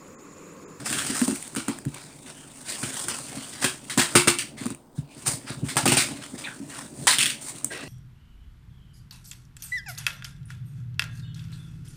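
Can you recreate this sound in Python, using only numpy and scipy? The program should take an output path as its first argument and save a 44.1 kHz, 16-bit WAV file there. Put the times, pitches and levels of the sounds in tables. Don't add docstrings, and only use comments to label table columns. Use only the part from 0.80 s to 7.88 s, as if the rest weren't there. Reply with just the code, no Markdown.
import sys
import numpy as np
from scipy import signal
from scipy.io import wavfile
from scipy.ndimage import uniform_filter1d

SR = 44100
rng = np.random.default_rng(int(sys.argv[2]) if len(sys.argv) > 2 else 0)


def dump(signal):
    limited = np.clip(np.atleast_2d(signal).T, -1, 1)
    pcm = np.round(limited * 32767).astype(np.int16)
    wavfile.write(sys.argv[1], SR, pcm)


def rack_gain(trim_db):
    fader = np.asarray(trim_db, float)
    return 10 ** (fader / 20)


N = 312228


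def evened(x):
    return x / np.sqrt(np.mean(x ** 2) + 1e-20)


def wander(count, window):
    return evened(uniform_filter1d(rng.standard_normal(count), size=window))


def add(mix, start, sound):
    part = mix[round(start * SR):][:len(sound)]
    part += sound[:len(part)]


def coloured(x, points):
    hz, db = np.transpose(points)
    bins = np.fft.rfftfreq(8192, 1 / SR)
    half = np.log(rack_gain(np.interp(np.log(bins + 1), np.log(hz), db)))
    log_response = np.conj(signal.hilbert(np.r_[half, half[-2:0:-1]]))
    impulse = np.fft.ifft(np.exp(log_response)).real[:4096]
    return signal.oaconvolve(x, impulse)[:len(x)]


def resonate(x, hz, width):
    turn = np.exp(2j * np.pi * np.cumsum(hz * np.ones(len(x))) / SR)
    r = np.exp(-np.pi * width / SR)
    return 2 * (turn * signal.lfilter([1 - r], [1, -r], x / turn)).real


def treble(x):
    return signal.sosfilt(signal.butter(3, 6000, "high", fs=SR, output="sos"), x)


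def swell(t, rise, held, t60):
    return np.clip(t / rise, 0, 1) ** 2 * rack_gain(-60 * np.clip(t - rise - held, 0, None) / t60)


# (frequency [Hz], density [dB per Hz])
AIR_COLOUR = [(60, -6.5), (900, -8.5), (4000, -54), (16000, -30.5)]


def hush():
    return rack_gain(-57.5) * evened(coloured(rng.standard_normal(N), AIR_COLOUR))


ECHO_S = .0062


def room(x):
    t = np.arange(SR // 3) / SR
    tail = rng.standard_normal(len(t)) * rack_gain(-60 * t / .28) * (t > ECHO_S)
    return x + rack_gain(-12) * signal.oaconvolve(x, tail / np.linalg.norm(tail))[:N]


# (time [s], drag on the board [dB],
# its treble against the drag [dB], shaking of the panels [dB])
HANDS_ON_BOX = [(0, -46, -3, -41), (.7, -53, 6, -49), (1.1, -57, 0, -50), (1.75, -55.5, 6, -53),
                (2.0, -44.5, 5, -46), (2.8, -44.5, 1, -51), (3.0, -57, 4, -51), (3.3, -42, 2, -44),
                (3.74, -66, -3, -49), (4.05, -72, -2, -64), (4.28, -65, -6, -56), (4.38, -53, 4, -48),
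                (4.8, -61, 3, -46), (5.28, -41, 0, -42), (5.4, -53, 2, -46), (5.8, -59, 5, -50),
                (6.13, -58, 8, -46), (6.3, -48, 6, -40), (6.55, -57, 0, -50), (7.078, -55, 0, -49)]


def hands():
    times, *columns = np.transpose(HANDS_ON_BOX)
    return [np.interp(np.arange(N) / SR, times, column) for column in columns]


# (frequency [Hz], level [dB], t60 [s])
BOX_PANELS = [
    [(225, 3.5, 0.1), (263.8, 4.5, 0.11)],
    [(66, -4, 0.1), (126.6, 1.5, 0.12), (142.8, -4, 0.19)],
    [(351.2, -4, 0.25), (435.5, -5, 0.095), (561.5, -3.5, 0.052)],
]


def rumble():
    pushes = rng.standard_normal(N) * rack_gain(3 * wander(N, 1200))
    hum = np.zeros(N)
    for panel in BOX_PANELS:
        for hz, level, t60 in panel:
            ring = resonate(resonate(pushes, hz, 5 / t60), hz, 10 / t60)
            hum += rack_gain(level) * evened(ring)
    shaking_db = hands()[2]
    return rack_gain(shaking_db) * evened(hum)


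def fibres(count):
    per_s, spread_db, share = 4000, 3, .25
    sizes = rack_gain(spread_db * np.minimum(rng.exponential(1, count), 5)) * rng.choice([-1., 1.], count)
    grains = evened(sizes * (rng.random(count) < per_s / SR))
    hiss = rng.standard_normal(count)
    bunches = rack_gain(1.7 * wander(count, 200))
    return evened(bunches * (np.sqrt(share) * grains + np.sqrt(1 - share) * hiss))


def click(hz, treble_db, lasts):
    t = np.arange(SR // 3) / SR
    puff = rng.standard_normal(len(t)) * np.exp(-t / lasts)
    ring = np.sin(2 * np.pi * hz * t) * np.exp(-t / .001)
    sound = ring + rack_gain(-4) * puff + rack_gain(treble_db) * treble(puff)
    return sound / abs(sound).max()


# (low [Hz], high [Hz])
CREASE_PITCHES = (1100, 4500)


def crackle():
    struck = rng.random(N) < 70 / SR
    sizes = rack_gain(4 * np.minimum(rng.exponential(1, N), 4)) * struck
    patch = rng.integers(0, 6, N)
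    total = np.zeros(N)
    for k, hz in enumerate(np.geomspace(*CREASE_PITCHES, 6)):
        crease = click(hz, treble_db=-3, lasts=.001)[:400]
        total += signal.oaconvolve(sizes * (patch == k), crease)[:N]
    return total


def patchy(x):
    spectrum = signal.stft(x, nperseg=512)[2]
    field = uniform_filter1d(rng.standard_normal(spectrum.shape), size=7, axis=0)
    field = uniform_filter1d(field, size=12, axis=1)
    return signal.istft(spectrum * rack_gain(3 * evened(field)), nperseg=512)[1][:len(x)]


# (frequency [Hz], gain [dB])
BOARD_COLOUR = [(250, -4.5), (600, 3), (1600, 3.5), (2500, 3.5), (5000, 2), (8000, -24)]
# (start [s], level [dB], held [s], fade by 60 dB [s], treble against the level [dB])
SINGLE_SCRAPES = [(.035, -37, .4, .65, 4.5), (.865, -40, .03, .2, -3), (1.125, -48, .08, .45, -1),
                  (1.45, -47, .03, .2, -1), (1.85, -42, .02, 1.2, 2), (2.14, -41, .06, .25, 5),
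                  (2.268, -31, .025, .17, 1), (2.435, -45, .02, .6, -1), (2.8, -32, .03, .25, 1),
                  (3.76, -43, .125, .12, -1), (4.14, -58, .02, .2, 6), (4.447, -33, .015, .3, 6),
                  (4.655, -40, .04, .2, -4), (4.83, -46, .08, .5, 2), (5.4, -43, .01, .35, -3),
                  (5.56, -45, .02, .8, 0), (5.882, -45, .1, .25, 1), (6.6, -49, .05, .8, 8),
                  (6.893, -36.5, .005, .6, -8)]


def rubbing():
    drag_db, treble_db, _ = hands()
    body_power, treble_power = rack_gain(drag_db) ** 2, rack_gain(drag_db + treble_db) ** 2
    t = np.arange(SR) / SR
    for start, db, held, t60, top_db in SINGLE_SCRAPES:
        power = (rack_gain(db) * swell(t, .022, held, t60)) ** 2
        add(body_power, start, power)
        add(treble_power, start, power * rack_gain(top_db) ** 2)
    grip_db = 1.7 * wander(N, 700)
    rustle_db = 1.8 * wander(N, 1500)
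    grains = fibres(N)
    board = evened(patchy(coloured(grains, BOARD_COLOUR))) + rack_gain(4.5) * crackle()
    bright = rack_gain(rustle_db) * evened(treble(grains))
    return rack_gain(grip_db) * (np.sqrt(body_power) * board + np.sqrt(treble_power) * bright)


# (start [s], level [dB], first pitch [Hz], last pitch [Hz],
# width of the narrower resonance [Hz], fade by 60 dB [s])
FLAP_SQUEALS = [(5.63, -36, 2300, 2500, 350, .2), (5.63, -38, 4100, 3300, 500, .25),
                (5.635, -43, 750, 950, 200, .2), (5.655, -34, 1950, 1480, 300, .24),
                (6.895, -40, 1960, 1950, 100, .6), (6.895, -39, 1570, 1600, 90, .15),
                (6.9, -41, 320, 450, 200, .4), (6.93, -42, 2500, 2680, 200, .7)]


def squeal(db, first_hz, last_hz, width, t60):
    t = np.arange(SR // 3) / SR
    hz = last_hz + (first_hz - last_hz) * np.exp(-t / .025)
    caught = resonate(resonate(fibres(len(t)), hz, width), hz, 2 * width)
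    return rack_gain(db) * swell(t, .016, 0, t60) * evened(caught)


# (time [s], side walls [dB], bottom against them [dB], flaps against them [dB])
KNOCKS_AND_BENDS = [(.105, -32, -20, -10), (0.298, -26, -27, -9), (0.415, -20, -24, -10),
                    (0.479, -21, -17, -4), (0.515, -26, -23, -12), (0.764, -27, -11.5, -1.5),
                    (0.882, -22.5, -10.5, -6), (1.06, -27.5, 3.5, -10.5), (2.028, -34.5, 3, 0),
                    (2.568, -32.5, -7, -15), (2.839, -29, -2, 4), (3.173, -18.5, -6.5, -2),
                    (3.349, -18, 0, 7.5), (3.469, -23.5, -1.5, 8), (3.81, -33, -4, -6),
                    (3.856, -27, -8, -5), (3.902, -31, -5, -5), (4.181, -36, 12.5, -24),
                    (4.472, -40, 12, 3), (4.532, -42.5, 11, -22), (4.697, -39.5, 8, 3.5),
                    (4.768, -48, 13, -10), (4.826, -27, 6.5, -14), (4.959, -32.5, 5, 4),
                    (5.031, -37, 12, -11), (5.054, -22, -3, 2), (5.077, -23, -2, -1), (5.116, -24, -0.5, 0),
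                    (5.168, -30, 0, 0), (5.533, -34, -4, -2.5), (5.8, -33, -23, -31)]


def boom(db, bottom_db, flaps_db):
    t = np.arange(SR // 3) / SR
    ring = np.zeros(len(t))
    for share_db, panel in zip((0, bottom_db, flaps_db), BOX_PANELS):
        for hz, level, t60 in panel:
            gripped_hz = hz * (1 + .033 * rng.standard_normal())
            ring += rack_gain(share_db + level - 60 * t / t60) * np.sin(2 * np.pi * gripped_hz * t)
    return rack_gain(db) * ring * (1 - np.exp(-t / .0024)) ** 2


# (time [s], level [dB], pitch of the patch [Hz])
FIBRE_TICKS = [(0.416, -7, 1720), (0.48, -12, 900), (0.56, -17, 2300), (0.626, -19, 2200),
               (0.678, -23, 4500), (0.75, -17, 1400), (0.883, -11, 1390), (0.987, -23, 1720),
               (1.052, -22, 1640), (1.144, -23.5, 2840), (2.284, -12, 1500), (3.857, -20, 1200),
               (3.866, -19, 1300), (3.904, -19, 1210), (3.948, -28, 2500), (4.478, -19, 1100),
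               (4.535, -26, 1200), (4.703, -23, 700), (4.958, -20, 700), (6.845, -7, 7600)]


def tick(db, hz):
    return rack_gain(db) * click(hz, treble_db=5 * np.log2(hz / 2000), lasts=.0018)


PATCH_OVERTONES = (1, 1.55, 1.85)
# (time [s], level [dB], pitch of the patch [Hz], trailing rip against the level [dB])
GLUE_SNAPS = [(.127, -9, 1700, -18), (.187, -12, 3350, -18), (.762, -14, 1500, -16), (2.03, -19, 1590, -14),
              (2.843, -3, 1700, -19), (3.098, -17, 2060, -13), (3.176, -5, 1000, -16),
              (3.19, -6, 1750, -14), (3.215, -6, 2000, -20), (3.353, 0, 1450, -13), (3.474, -4, 1450, -13),
              (3.587, -7, 2900, -19), (4.886, -20, 2220, -12), (4.968, -5, 900, -17), (5.056, -5, 800, -17),
              (5.078, -4, 2780, -15), (5.12, -4, 900, -24), (5.123, -7, 2800, -15), (5.169, -5, 800, -22),
              (5.172, -6, 2480, -13), (5.2, -9, 2480, -13), (6.27, -3, 1040, -15), (6.272, -3, 2000, -13),
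              (6.308, -3, 4100, -17), (6.333, -7, 1950, -24), (6.385, 0, 3300, -21), (6.408, -1, 2800, -21),
              (6.429, -3, 3300, -21), (6.458, -2, 3400, -24), (6.5, -11, 2900, -20)]


def snap(db, hz, rip_db):
    t = np.arange(SR // 3) / SR
    small = signal.butter(3, .6 * hz, "high", fs=SR, output="sos")
    torn = fibres(len(t))
    crack = signal.sosfilt(small, click(hz, treble_db=-8, lasts=2.2 / hz))
    ring = np.zeros(len(t))
    for ratio in PATCH_OVERTONES:
        ring += resonate(resonate(torn, ratio * hz, .25 * hz), ratio * hz, .25 * hz)
    board = evened(signal.sosfilt(small, coloured(torn, BOARD_COLOUR)))
    body = evened(board + rack_gain(-7) * evened(ring))
    body_t60, treble_t60 = .24, .22
    rip = body * rack_gain(-60 * t / body_t60) + evened(treble(torn)) * rack_gain(-60 * t / treble_t60)
    echo = rack_gain(-4) * np.roll(crack, round(ECHO_S * SR))
    return rack_gain(db) * (crack + echo + rack_gain(rip_db) * rip * (1 - np.exp(-t / .002)))


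def scene():
    low, bright = rumble(), rubbing()
    for start, *row in KNOCKS_AND_BENDS:
        add(low, start, boom(*row))
    for play, table in ((squeal, FLAP_SQUEALS), (tick, FIBRE_TICKS), (snap, GLUE_SNAPS)):
        for start, *row in table:
            add(bright, start, play(*row))
    return (room(bright) + low)[None]


# (frequency [Hz], gain [dB])
MIC_RESPONSE = [(35, -31), (75, 4), (5500, -0.5), (6500, 2.5), (8900, 10), (9800, 3.5), (11300, -13.5),
                (15400, -8.5), (15900, -44), (17000, -71)]


def microphone(sound):
    return coloured(sound, MIC_RESPONSE)


def roll_off(x):
    return signal.sosfilt(signal.butter(12, 16850, fs=SR, output="sos"), x)


def record(dry):
    mix = np.tanh(microphone(dry[0]) + hush())[None]
    return roll_off(mix)


dry = scene()
out = record(dry)
dump(out)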